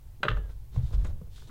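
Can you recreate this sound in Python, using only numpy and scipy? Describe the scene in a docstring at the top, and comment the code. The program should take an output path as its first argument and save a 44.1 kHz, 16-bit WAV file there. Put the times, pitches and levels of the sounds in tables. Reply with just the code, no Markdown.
"""Over a quiet room's hush and a low handling rumble, fingers bump a plywood board on a cardboard box.
A round wooden puzzle piece hits its recess on one edge, rattles and drops flat, ringing the wood's
modes while the box thuds underneath. A thin ring lingers and sinks. Then hands pat, grip and lift
the board: skin and card rustle, nails tick. The small room answers the piece and the hands."""
import sys
import numpy as np
from scipy import signal
from scipy.fft import rfft, irfft
from scipy.io import wavfile

SR = 44100
rng = np.random.default_rng(int(sys.argv[2]) if len(sys.argv) > 2 else 0)


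def file_out(sig):
    """Save sig as 16-bit WAV at sys.argv[1]."""
    # one column per channel
    cols = np.atleast_2d(sig).T
    # limit, then scale
    lim = np.clip(cols, -1, 1)
    pcm = np.round(lim * 32767).astype(np.int16)
    wavfile.write(sys.argv[1], SR, pcm)


N = 66150
TIME = np.arange(N) / SR


def amp(db):
    """Decibels to gain."""
    return 10 ** (np.asarray(db) / 20)


def unit(x):
    """Scales to rms 1."""
    return x / np.sqrt(np.mean(x ** 2) + 1e-20)


def unit_blow(x, length_s=0.005):
    """Scales a knock to the energy of rms 1 lasting length_s."""
    return x / np.linalg.norm(x) * np.sqrt(length_s * SR)


def curve_at(points, hz):
    """Interpolates (Hz, value) rows on a log-frequency axis."""
    points_hz, values = np.transpose(points)
    return np.interp(np.log(hz + 1), np.log(points_hz + 1), values)


def add(mix, start_s, sound):
    """Mixes a sound in at start_s."""
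    part = mix[round(start_s * SR):][:len(sound)]
    part += sound[:len(part)]


def noise(spectrum):
    """Noise of rms 1, coloured by (Hz, dB) rows."""
    hz = np.fft.rfftfreq(N, 1 / SR)
    return unit(irfft(rfft(rng.standard_normal(N)) * amp(curve_at(spectrum, hz)), N))


def lowpass(x, hz):
    """Second-order low-pass."""
    return signal.sosfilt(signal.butter(2, hz, fs=SR, output="sos"), x)


def noise_floor(hush_db=-73.5, hiss_db=-67.5):
    """Steady room hush and microphone hiss."""
    # Spectra. Each row: frequency in Hz, relative level in dB.
    hush = [(150, -1.5), (280, 1.5), (550, -4), (850, 1), (1300, -10.5), (3000, -25), (8000, -37)]
    hiss = [(30, 14), (200, -5.5), (500, 13), (1000, 4), (2000, 6), (4000, 6), (9000, 4), (15500, 7.5)]
    return amp(hush_db) * noise(hush) + amp(hiss_db) * noise(hiss)


def rumble():
    """Low shuffling of board and box under the hands."""
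    # Handling envelope. Each row: time in seconds, level in dB.
    handling = [(0, -47.5), (.16, -40), (.22, -52.5), (.33, -34.5), (.49, -41), (.6, -44), (.72, -42.5),
                (.8, -26), (.89, -37.5), (1.0, -27.5), (1.14, -34), (1.3, -42.5), (1.44, -44), (1.5, -36.5)]
    # Each row: frequency in Hz, relative level in dB.
    spectrum = [(15, 9.5), (30, -2), (50, 4), (85, 0), (125, -2.5), (175, -18.5), (260, -30), (500, -34.5),
                (750, -41), (1100, -43.5), (2500, -51.5), (8000, -72)]
    return noise(spectrum) * amp(np.interp(TIME, *np.transpose(handling)))


def taps(gain_db=4, rise_s=0.0023):
    """Fingers bump the board: dull, padded, no clear ring."""
    # Each row: start in seconds, relative level in dB, cut-off in Hz, t60 in seconds.
    bumps = [(.203, -48.5, 350, 0.064), (.263, -36, 390, 0.073), (.308, -34.5, 450, 0.055),
             (.388, -44, 352, 0.046), (.480, -53, 1997, 0.021), (0.492, -52.5, 1757, 0.1),
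             (0.76, -39.5, 1350, 0.04), (0.908, -45.5, 760, 0.053), (0.933, -42, 1450, 0.056),
             (1.012, -48.5, 990, 0.05), (1.047, -42, 2500, 0.11), (1.053, -48, 1540, 0.1),
             (1.102, -46, 914, 0.047), (1.2130, -45, 676, 0.033), (1.271, -53, 1000, 0.027),
             (1.419, -49, 870, 0.031), (1.494, -51, 2030, 0.071)]
    # Each row: frequency in Hz, relative level in dB.
    spectrum = [(60, 4.5), (170, 6.5), (280, -4.5), (500, 5), (780, -9), (1050, -4), (2000, -10.5),
                (4000, -15.5), (15000, -26)]
    out = np.zeros(N)
    rise = np.minimum(TIME / rise_s, 1)
    for start_s, db, cut_hz, t60_s in bumps:
        bump = unit(lowpass(noise(spectrum), cut_hz))
        add(out, start_s, bump * rise * amp(db + gain_db - 60 * TIME / t60_s))
    return out


def clacks(grain_db=-5, grain_t60_s=0.029, grain_rise_s=0.00033, detune=0.0081):
    """Each contact of piece and board starts all their modes, plus a dense, fast-dying cluster."""
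    # Each row: start in seconds, level in dB, low and high edge in Hz, cluster offset in dB,
    # ring length factor, flatness (0 = rim, 1 = face).
    contacts = [(0.2298, -43, 400, 2980, 6.5, 1, 0.062), (0.2321, -21.5, 262, 4470, 0, 1.1, 0),
                (0.2372, -27, 120, 2580, -1.5, 1.1, 0), (.2505, -41, 1500, 4000, 3, 1, .3),
                (.2517, -30, 248, 1300, 2.5, 0.71, 0.15), (0.2533, -31.5, 120, 933, 2, 0.48, 0.16),
                (.2648, -37, 122, 790, 4, .5, .3), (.2812, -34.5, 815, 2430, -10, 0.91, 0.28),
                (0.2836, -20, 1130, 1820, 2, 0.88, 0.98), (0.2862, -29.5, 2564, 3480, -4, 0.92, 0.78),
                (0.303, -39.5, 1740, 3960, 0, .8, 1), (0.3144, -36.5, 900, 2480, -2, 0.54, 0.32),
                (0.371, -41, 246, 1300, -11, 0.38, 0), (1.38, -59, 900, 1490, 1, 0.46, 1),
                (1.423, -56, 394, 1290, -7, .5, 1)]
    # Each row: frequency in Hz, rim-struck and face-struck relative level in dB, base t60 in seconds.
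    modes = [(445, -23.5, -9, 0.11), (595, -17.5, -17.5, 0.19), (980, -18, -31, 0.036),
             (1254, -24.5, -12, 0.075), (1468, -3, -4, .028), (1543, -8.5, -12, 0.035),
             (1719, -31, -15.5, 0.1), (1980, -12.5, -21.5, 0.027), (2510, -12.5, -23.5, 0.037),
             (2746, -18.5, -10, 0.027), (3294, -31, -16, 0.051), (3470, -28, -10.5, 0.027),
             (3917, -19, -34, 0.039), (8400, -22.5, -32, 0.044)]
    # The plywood's crowded modes. Each row: frequency in Hz, relative level in dB.
    grain = [(100, -5), (350, -3.5), (750, -9.5), (1400, 3), (2200, -8), (3500, -2.5), (5000, -23),
             (6500, -17.5), (8500, -25.5), (15000, -19)]
    out = np.zeros(N)
    t = TIME[:SR // 4]
    rise = np.minimum(t / grain_rise_s, 1)
    for start_s, db, low_hz, high_hz, cluster_db, ring_factor, flatness in contacts:
        ring = np.zeros(len(t))
        for hz, rim_db, face_db, t60_s in modes:
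            mode_db = np.interp(flatness, [0, 1], [rim_db, face_db])
            detuned_hz = hz * (1 + detune * rng.standard_normal())
            ring += amp(mode_db - 60 * t / (t60_s * ring_factor)) * np.sin(2 * np.pi * detuned_hz * t)
        cluster = noise(grain)[:len(t)] * rise * amp(grain_db + cluster_db - 60 * t / grain_t60_s)
        low_cut = signal.butter(2, low_hz, "highpass", fs=SR, output="sos")
        knock = lowpass(signal.sosfilt(low_cut, ring + cluster), high_hz)  # softer contact, less treble
        add(out, start_s, amp(db) * unit_blow(knock))
    return out


def thuds(rise_s=0.0049):
    """The box gives under the board's weight and swings for a few low cycles."""
    # Each row: start in seconds, level in dB, pitch in Hz, t60 in seconds.
    landings = [(.238, -33.5, 142.4, 0.2), (.288, -23.5, 110, 0.22), (0.306, -23.5, 46.63, 0.98),
                (0.352, -24, 49.9, 0.23), (.772, -18, 119.5, 0.2), (.764, -16, 51.3, 0.16),
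                (.836, -12, 55.4, 0.081), (.830, -29, 126, 0.22), (.938, -14, 45.6, 0.18),
                (.976, -15, 44.4, 0.23), (1.021, -24, 32.8, 0.32), (1.087, -26.5, 82.7, 0.23),
                (1.215, -26, 162, 0.049)]
    out = np.zeros(N)
    rise = 1 - np.exp(-(TIME / rise_s) ** 2)
    for start_s, db, hz, t60_s in landings:
        add(out, start_s, rise * amp(db - 60 * TIME / t60_s) * np.sin(2 * np.pi * hz * TIME))
    return out


def sinking_ring(waver_hz=30, waver_depth=0.9):
    """A thin, wavering ring sinks and fades once the piece is seated."""
    # Each row: time in seconds, pitch in Hz, level in dB.
    glide = [(.305, 1810, -72), (0.314, 1790, -42), (.332, 1800, -55), (.395, 1729, -59.5),
             (0.439, 1655, -69.5), (.52, 1535, -72.5), (.55, 1520, -88.5)]
    times_s, hz, db = np.transpose(glide)
    carrier = np.exp(2j * np.pi * np.cumsum(np.interp(TIME, times_s, hz)) / SR)
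    waver_re, waver_im = (unit(lowpass(white, waver_hz)) for white in rng.standard_normal((2, N)))
    tone = (carrier * (1 + waver_depth * (waver_re + 1j * waver_im))).real
    gate = (TIME > times_s[0]) & (TIME < times_s[-1])
    return unit(tone) * amp(np.interp(TIME, times_s, db)) * gate


def rubs(roughness_db=1.5, roughness_hz=230):
    """Hands and board slide with grainy friction: skin hisses, card scuffs hollowly."""
    # Each row: start in seconds, length in seconds, skin level in dB, card level in dB.
    strokes = [(0.364, 0.023, -63.5, -40), (0.43, 0.047, -76, -56), (0.479, .06, -67.5, -68.5),
               (0.715, 0.091, -62.5, -53), (0.793, 0.16, -63.5, -60), (0.92, 0.046, -57.5, -48),
               (.965, 0.087, -67, -58), (1.038, 0.019, -59, -47.5), (1.053, 0.029, -61.5, -74),
               (1.073, 0.049, -67, -56), (1.298, 0.19, -60.5, -72), (1.355, 0.038, -65, -74),
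               (1.469, 0.029, -60.5, -56)]
    # Each row: frequency in Hz, relative level in dB.
    skin_spectrum = [(200, -7), (800, -23), (1300, -4), (2200, -5.5), (3600, 5), (5200, -2.5), (7500, -5),
                     (10000, -10.5), (15000, -24)]
    card_spectrum = [(100, 4), (250, 2), (450, -6), (600, -8.5), (800, -10.5), (1100, -10), (2000, -22.5),
                     (6000, -47)]
    skin_gain, card_gain = np.zeros((2, N))
    for start_s, length_s, skin_db, card_db in strokes:
        swell = np.sin(np.pi * np.clip((TIME - start_s) / length_s, 0, 1))
        skin_gain += amp(skin_db) * swell
        card_gain += amp(card_db) * swell
    roughness = unit(lowpass(rng.standard_normal(N), roughness_hz))
    catches = unit(amp(roughness_db * roughness))
    return catches * (skin_gain * noise(skin_spectrum) + card_gain * noise(card_spectrum))


def nails(t60_s=0.033):
    """Fingernails tick brightly on the wood as the fingers close."""
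    # Each row: start in seconds, level in dB.
    ticks = [(1.0480, -52), (1.07, -58.5), (1.0770, -71)]
    # Each row: frequency in Hz, relative level in dB.
    spectrum = [(1000, -27), (5000, -18), (6500, -2), (8500, -9), (10000, -20), (15000, -36)]
    out = np.zeros(N)
    for start_s, db in ticks:
        add(out, start_s, noise(spectrum) * amp(db - 60 * TIME / t60_s))
    return out


def room(x, delay_s=0.0068):
    """Short diffuse tail, each band dying at its own rate."""
    # Each row: frequency in Hz, t60 in seconds.
    decay = [(100, 0.55), (400, 0.45), (900, 0.31), (1700, .28), (3500, .32), (9000, 0.25)]
    # Each row: frequency in Hz, relative level in dB.
    colour = [(100, 4), (500, 2), (900, -1), (1500, -5.5), (3300, -2.5), (9000, 0)]
    hz, t, bands = signal.stft(rng.standard_normal(N), SR, nperseg=256)
    bands *= amp(curve_at(colour, hz)[:, None] - 60 * t / curve_at(decay, hz)[:, None])
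    tail = signal.istft(bands, SR, nperseg=256)[1][:N] * (TIME > delay_s)
    return signal.fftconvolve(x, tail / np.linalg.norm(tail))[:N]


def scene(piece_send_db=-10, hand_send_db=-12):
    """Piece and hands feed the room; ring, thuds, rumble and noise floor stay dry. Mono."""
    piece = clacks()
    hands = taps() + rubs() + nails()
    echo = room(amp(piece_send_db) * piece + amp(hand_send_db) * hands)
    return (piece + hands + echo + sinking_ring() + thuds() + rumble() + noise_floor())[None]


def record(dry, edge_hz=15950):
    """The microphone's band limit."""
    kernel = signal.firwin(511, edge_hz, window=("kaiser", 9), fs=SR)
    return signal.oaconvolve(dry, kernel[None], "same")


dry = scene()
out = record(dry)
file_out(out)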